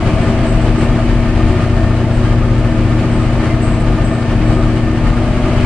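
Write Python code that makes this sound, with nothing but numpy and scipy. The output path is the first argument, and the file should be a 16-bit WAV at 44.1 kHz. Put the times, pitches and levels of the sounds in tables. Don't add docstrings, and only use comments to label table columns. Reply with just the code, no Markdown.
import sys
import numpy as np
from scipy import signal
from scipy.fft import rfft, irfft
from scipy.io import wavfile
from scipy.ndimage import uniform_filter1d

SR = 44100
rng = np.random.default_rng(int(sys.argv[2]) if len(sys.argv) > 2 else 0)


def to_wav(s):
    ch = np.atleast_2d(s).T
    pcm = np.round(np.clip(ch, -1, 1) * 32767)
    wavfile.write(sys.argv[1], SR, pcm.astype(np.int16))


N = 249552
T = np.arange(N) / SR

# (frequency [Hz], side gain [dB])
SIDE_DB = [(300, -17.5), (600, -15.5), (1100, -11.5), (1900, -5.5), (3300, -4), (5800, 2.5), (10000, 1)]
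# (frequency [Hz], tilt [dB])
TILT_DB = [(30, 4.5), (80, 3.5), (170, 3), (350, 1), (1400, 0.75), (8000, 1.5)]

# (time [s], gain [dB])
LOAD_DB = [(0, 1), (0.9, 0), (1.55, -0.1), (2.05, -1.5), (3.3, -0.17), (4.0, -1), (5.25, -0.6), (5.6, 2.5)]
# (time [s], rise [dB])
HULL_JOLTS = [(0.071, 3), (.23, 2), (.29, 2.5), (.45, 3.5), (.66, 3), (.82, 3), (1.10, 2), (1.50, 1.5),
              (1.61, 2.5), (1.85, 1.5), (2.25, 1.5), (3.449, 3), (3.51, 2.5), (3.68, 2), (4.32, 3),
              (4.52, 3), (5.07, 4), (5.64, 0)]
# (frequency [Hz], relative density [dB])
RUSH_SPECTRUM = [(500, -10), (1500, -0.5), (2800, 2.5), (3500, -1.5), (4500, -1.5), (5400, -8.5),
                 (6200, -11), (7200, -8.5), (9000, -8.5), (10300, -20)]
# (frequency [Hz], width [Hz], gain [dB])
HULL_MODES = [(39.7, 13.3, -1), (26.8, 8.9, -0.5)]
CAB_MODES = [(100.1, 11, -4.5), (109, 35.3, -6.5), (159.5, 18, -5.5), (192.2, 20, -8), (251.5, 63, -11),
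             (344.6, 47, -12), (373.2, 19.7, -7.5), (483, 100, -21), (714.6, 37, -21), (877, 48, -22),
             (1121, 70, -28.5), (1216.5, 66, -23.8)]
STEEL_MODES = [(1430, 15, 2.5), (1650, 20, 3), (2030, 28, 1.5), (2125, 46, -0.5), (2276, 73, 0),
               (2370, 50, -2), (2540, 84, -1), (2780, 90, -3.5), (2970, 130, -5), (3080, 90, -7.5),
               (3257, 86, -8), (4710, 150, -19)]
# (time [s], length [s], peak level [dB], frequency [Hz])
PIN_SQUEAKS = [(0.188, .14, -50, 8000), (0.437, .14, -42.5, 8000), (0.599, .08, -46, 7900),
               (0.765, 0.12, -44.5, 7980), (2.113, 0.1, -48, 8000), (2.575, 0.048, -51, 7900),
               (2.709, .05, -52.5, 7800), (3.08, 0.23, -49, 8040), (3.608, 0.11, -39.5, 8070),
               (3.68, 0.14, -46, 7950), (3.792, 0.049, -44.5, 8100), (4.028, 0.097, -43, 8030),
               (4.10, 0.15, -48, 8000), (4.424, 0.27, -49.5, 8004)]
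# (time [s], frequency [Hz], peak level [dB], decay [s])
LINK_PINGS = [(.06, 2330, -42, .035), (.259, 1500, -34, .022), (.809, 2720, -37, .029),
              (2.24, 1610, -36, .036), (3.425, 1893, -36.5, .018), (3.492, 2075, -32.5, .04),
              (5.609, 2510, -40, .035)]
# (time [s], level [dB])
SHOE_CLANKS = [(.057, -28.5), (.125, -33), (.258, -32), (.324, -32), (.429, -36), (.535, -35), (.64, -38),
               (.75, -33), (.904, -34.5), (.98, -32), (1.256, -35), (1.399, -31), (1.585, -29),
               (1.722, -33), (1.9, -31.5), (2.213, -31), (2.311, -32), (2.406, -29), (2.484, -30),
               (2.894, -31), (3.027, -30.5), (3.195, -29), (3.285, -31), (3.437, -30), (3.63, -31),
               (3.804, -31), (3.909, -30), (3.98, -31), (4.105, -31.5), (4.197, -30), (4.498, -28.5),
               (4.565, -27.5), (4.655, -30.5), (4.872, -30), (5.047, -27.5), (5.127, -29), (5.185, -32),
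               (5.451, -28.5), (5.583, -34)]
# (frequency [Hz], gain [dB], decay [s])
SHOE_MODES = [(1219, -1.7, 0.032), (1178, -10, .03), (1258, -15, .02)]

# (time [s], frequency [Hz], level [dB])
GEAR_WHINE = [(0, 1797, -46), (.25, 1793, -43), (.42, 1778, -41), (.65, 1785, -39.5), (1.37, 1812, -39.5),
              (1.9, 1802, -39.5), (2.12, 1795, -46), (2.4, 1786, -40.5), (2.66, 1780, -42),
              (3.1, 1791, -39.5), (3.35, 1791, -42), (3.7, 1789, -39), (4.0, 1785, -40), (4.4, 1786, -38.5),
              (4.8, 1788, -40), (5.05, 1810, -40), (5.3, 1820, -49), (5.66, 1820, -45)]
# (time [s], whine rise [dB])
DRIVE_SNATCHES = [(.25, 11), (1.80, 6.5), (1.865, 6), (3.45, 8), (4.32, 5), (5.07, 5.5)]
# (time [s], length [s], level [dB])
PUMP_STROKES = [(0.0, 0.52, -34.5), (1.843, 1.63, -35), (3.9, 0.82, -37.5)]
# (time [s], level [dB])
FAN_DB = [(0, -24.5), (.4, -27), (.7, -23.5), (1.05, -26.5), (1.4, -22), (1.7, -29.5), (1.95, -24.5),
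          (2.7, -25), (3.55, -22.5), (4.3, -25.5), (4.62, -20.5), (4.95, -23.5), (5.3, -27)]
# (frequency [Hz], width per pass [Hz], gain [dB])
PANEL_MODES = [(654, 31.8, 1.5), (693.6, 54, -8.5)]
# (time [s], level [dB])
BUZZ_DB = [(0, -26.5), (.1, -27.5), (.47, -25), (.8, -34.5), (.96, -26), (1.2, -34.5), (1.9, -31.5),
           (2.65, -34.5), (2.9, -31), (3.1, -32), (3.7, -30), (4.18, -28), (4.4, -33), (4.6, -28.5),
           (4.85, -35.5), (5.5, -30.5)]

# (time [s], crank rate [Hz])
CRANK_HZ = [(0, 28.92), (0.35, 29.02), (1.1, 29.51), (1.7, 29.65), (2.4, 29.4), (4.4, 29.24), (4.95, 29.49),
            (5.4, 30.16), (5.66, 30.05)]
# (frequency [Hz], relative density [dB])
BLOCK_SPECTRUM = [(250, -26.5), (450, -1.5), (650, 3.5), (900, -2.5), (1300, -3), (1550, -6.5),
                  (1950, -9.5), (2250, -10.5), (2950, -18), (3500, -19.5), (4500, -23), (6000, -29),
                  (10000, -45.5)]
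# (order [per crank turn], base level [dB])
EXHAUST_ORDERS = [(1, -39), (1.5, -18), (2, -29), (3, -21), (3.5, -31), (4, -16.5), (4.5, -27),
                  (5.5, -39.5), (6, -38), (7, -35.5), (8, -20.5), (9, -38.5), (10, -37.5), (11, -37),
                  (12, -38), (16, -39.5), (20, -37)]
# (time [s], order 3 gain [dB], order 4 gain [dB], order 8 gain [dB])
HUM_DB = [(0, -0.5, -2, -2), (.95, -2, -0.3, 2), (1.55, 4.5, -2, 0.5), (2.3, -0.5, 2, 0), (3.2, 0, 0.5, 0),
          (5.0, -2.5, 0.3, 0), (5.4, 3, -4, -0.5), (5.66, 1, -4.5, 1)]
# (frequency [Hz], width [Hz], rise above valley [dB])
BOOM_MODES = [(604.6, 11, 10.5)]
# (time [s], half length [s], gain [dB])
BASS_SAGS = [(0.242, 0.033, -4.5), (1.587, 0.045, -8), (2.084, 0.047, -5.5), (3.06, 0.11, -4),
             (3.628, 0.052, -3), (4.165, 0.11, -10), (5.0, 0.033, -2)]


def undb(db):
    return 10 ** (np.asarray(db) / 20)


def unit(x):
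    return x / np.sqrt(np.mean(x ** 2))


def curve(table):
    return np.interp(T, *np.transpose(table))


def walk(rate_hz):
    hold = int(SR / rate_hz)
    steps = np.repeat(rng.standard_normal(N // hold + 2), hold)[rng.integers(hold):]
    return 1.3 * uniform_filter1d(uniform_filter1d(steps, hold), hold)[:N]


def colour(x, spectrum, power=1):
    hz, db = np.transpose(spectrum)
    bins_hz = np.maximum(np.fft.rfftfreq(N, 1 / SR), 1)
    return irfft(rfft(x) * undb(power * np.interp(np.log(bins_hz), np.log(hz), db)), N)


def resonate(x, hz, width_hz):
    b, a = signal.iirpeak(hz, hz / width_hz, fs=SR)
    return signal.lfilter(b, a, signal.lfilter(b, a, x))


def spread(source, *args):
    return source(*args) + np.array([[1], [-1]]) * colour(source(*args), SIDE_DB)


def tone(turns, rms_db):
    return -np.sqrt(2) * undb(rms_db) * np.cos(2 * np.pi * turns)


def ring_envelope(age_s, rise_s, decay_s):
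    envelope = -np.expm1(-age_s / rise_s) * np.exp(-age_s / decay_s)
    return envelope / envelope.max()


def cycle_blows(cycles, offset_cycles, jitter_s, scatter_db):
    due_s = np.interp(np.arange(offset_cycles, cycles[-1], 1), cycles, T)
    late, size = rng.standard_normal((2, len(due_s)))
    samples = ((due_s + jitter_s * late) * SR).astype(int)
    blows = np.zeros(N)
    blows[np.clip(samples, 0, N - 1)] = undb(scatter_db * size)
    return blows


def jolts_db(rise_s=0.023, fall_s=0.031):
    return sum(db * np.exp(-((T - s) / np.where(T < s, rise_s, fall_s)) ** 2) for s, db in HULL_JOLTS)


def sag_db():
    return sum(db * np.exp(-((T - s) / half_s) ** 2) for s, half_s, db in BASS_SAGS)


def rush(grit_db=1.05):
    return unit(colour(rng.standard_normal(N) * undb(grit_db * walk(400)), RUSH_SPECTRUM))


def track_rattle(modes, scatter_db=3.5, count=4000):
    out = np.zeros(N)
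    for hz, width_hz, db in modes:
        sizes = rng.choice([-1, 1], count) * undb(scatter_db * rng.standard_normal(count))
        blows = np.zeros(N)
        blows[rng.integers(0, N, count)] = sizes
        out += undb(db) * resonate(unit(blows), hz, 1.47 * width_hz)
    return unit(out)


def pin_squeaks(width_hz=790):
    out = np.zeros(N)
    for s, length_s, db, hz in PIN_SQUEAKS:
        ring = unit(resonate(rng.standard_normal(N), hz, width_hz))
        envelope = np.interp((T - s) / length_s, [0, 0.23, 0.6, 1.1], [0.018, 1, 0.68, 0.028])
        out += undb(db) * ring * envelope
    return out


def link_pings(rise_s=0.0083, scrape_turns=0.11):
    out = np.zeros(N)
    for s, hz, db, decay_s in LINK_PINGS:
        age_s = np.maximum(T - s, 0)
        out += tone(hz * age_s + scrape_turns * walk(160), db) * ring_envelope(age_s, rise_s, decay_s)
    return out


def shoe_clanks(rise_s=0.008, length_s=0.2, detune=0.006, scrape_turns=0.04):
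    out = np.zeros(N)
    scrape = scrape_turns * walk(170)
    for s, level_db in SHOE_CLANKS:
        span = (T >= s) & (T < s + length_s)
        age_s = T[span] - s
        tuning = 1 + detune * rng.standard_normal()
        for hz, db, decay_s in SHOE_MODES:
            turns = hz * tuning * age_s + rng.random() + scrape[span]
            out[span] += tone(turns, level_db + db) * ring_envelope(age_s, rise_s, decay_s)
    return out


def gears(cycles, flutter_db=1.8, throb_db=3, backlash_turns=0.07, grind_db=-7, surge_s=0.024):
    s, hz, db = np.transpose(GEAR_WHINE)
    turns = np.cumsum(np.interp(T, s, hz)) / SR
    press_db = throb_db * np.cos(2 * np.pi * 2 * cycles)
    whine = tone(turns + backlash_turns * walk(45), flutter_db * walk(20) + press_db)
    grind = tone(turns + 0.5 * walk(70), grind_db + 3 * walk(90))
    surge_db = sum(rise_db * np.exp(-((T - at_s) / surge_s) ** 2) for at_s, rise_db in DRIVE_SNATCHES)
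    return unit(whine + grind) * undb(np.interp(T, s, db) + surge_db)


def pump(crank_hz, order=18.2, idle_db=-43, ramp_s=0.1, wander_turns=0.1, flutter_db=2):
    gain = undb(idle_db)
    for s, length_s, db in PUMP_STROKES:
        stroke = np.clip(np.minimum(T - s, s + length_s + ramp_s - T) / ramp_s, 0, 1)
        gain = np.maximum(gain, undb(db) * stroke)
    turns = np.cumsum(order * crank_hz) / SR + wander_turns * walk(22)
    return gain * tone(turns, flutter_db * walk(18))


def fan(crank_hz, order=10.7, gust_turns=0.024, flutter_db=1.9, suboctave_db=-38):
    turns = np.cumsum(order * crank_hz) / SR + gust_turns * walk(15)
    blade_tone = tone(turns, curve(FAN_DB) + flutter_db * walk(16))
    return blade_tone + tone(turns / 2, suboctave_db + 3 * walk(14))


def panel_buzz(cycles, strike_cycles=0.32, chatter_db=-3, decay_cycles=0.73):
    blows = cycle_blows(cycles, strike_cycles, jitter_s=0.00011, scatter_db=1.3)
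    chatter = rng.standard_normal(N) * np.exp(-((cycles - strike_cycles) % 1) / decay_cycles)
    push = unit(blows) + undb(chatter_db) * unit(chatter)
    return unit(sum(undb(db) * resonate(push, hz, width_hz) for hz, width_hz, db in PANEL_MODES))


def cylinder_knock(cycles, cylinders=8, rise_s=0.0014, decay_s=0.0075):
    out = np.zeros(N)
    envelope = ring_envelope(T[:SR // 16], rise_s, decay_s)
    for cylinder in range(cylinders):
        ring = unit(rng.standard_normal(len(envelope)) * envelope)
        blows = cycle_blows(cycles, cylinder / cylinders, jitter_s=0.00008, scatter_db=2.5)
        out += signal.fftconvolve(blows, ring)[:N]
    return unit(out)


def block_clatter(cycles, gas_db=2, lope_db=0.75, turn_db=0.5):
    throb_db = lope_db * np.cos(2 * np.pi * cycles) + turn_db * np.cos(2 * np.pi * 2 * cycles)
    combustion = cylinder_knock(cycles) + undb(gas_db) * rng.standard_normal(N)
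    return unit(colour(combustion * undb(throb_db), BLOCK_SPECTRUM))


def boom_db(hz, valley_db=-3):
    for centre_hz, width_hz, db in BOOM_MODES:
        if np.abs(hz - centre_hz).min() < width_hz:
            return valley_db + db * np.exp(-((hz - centre_hz) / width_hz) ** 2)
    return 0


def hum_db(order):
    s, *gains_db = np.transpose(HUM_DB)
    by_order = dict(zip((3, 4, 8), gains_db))
    return np.interp(T, s, by_order[order]) if order in by_order else 0


def exhaust_drone(cycles, crank_hz, firing_order=4, skew_turns=0.022, slip_turns=0.045, bass_hz=50):
    out = np.zeros(N)
    for order, db in EXHAUST_ORDERS:
        turns = 2 * order * cycles
        waver_db = 0.75 * walk(9)
        if order == firing_order:
            waver_db += 1.1 * walk(40)
            turns += 0.014 * walk(30)
        if order % firing_order:
            turns += skew_turns * order * rng.standard_normal() + slip_turns * walk(7)
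            waver_db = 1.5 * walk(7.7)
        if order * crank_hz.mean() < bass_hz:
            waver_db += sag_db()
        out += tone(turns, db + hum_db(order) + boom_db(order * crank_hz) + waver_db)
    return out


def scene():
    crank_hz, load_db = curve(CRANK_HZ), curve(LOAD_DB)
    cycles = np.cumsum(crank_hz / 2) / SR
    exhaust = exhaust_drone(cycles, crank_hz)
    auxiliaries = fan(crank_hz) + pump(crank_hz) + gears(cycles)
    lurch_db = jolts_db() + 0.6 * walk(23.84)
    block = spread(block_clatter, cycles) * undb(-27 + 0.66 * load_db + lurch_db)
    steel = spread(track_rattle, STEEL_MODES) * undb(-36.5 + 1.6 * load_db + 0.78 * lurch_db)
    hiss = spread(rush) * undb(-40.5 + load_db + lurch_db)
    rumble = spread(track_rattle, CAB_MODES) * undb(-19.5 + 0.9 * load_db + 0.9 * lurch_db)
    heave = spread(track_rattle, HULL_MODES) * undb(-18.5 + sag_db())
    panel = spread(panel_buzz, cycles) * undb(curve(BUZZ_DB))
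    tracks = spread(shoe_clanks) + spread(link_pings) + spread(pin_squeaks)
    return hiss + steel + rumble + heave + tracks + auxiliaries + panel + block + exhaust


def record(dry, fade_s=0.004, top_hz=10400):
    left, right = dry * np.clip(np.minimum(T, T[-1] - T) / fade_s, 0, 1)
    tilted = np.array([colour(left, TILT_DB, power=0.23), colour(right, TILT_DB, power=-0.74)])
    lowpass = signal.ellip(8, 0.2, 80, top_hz, fs=SR, output="sos")
    return signal.sosfilt(lowpass, np.clip(tilted, -1, 1))


dry = scene()
out = record(dry)
to_wav(out)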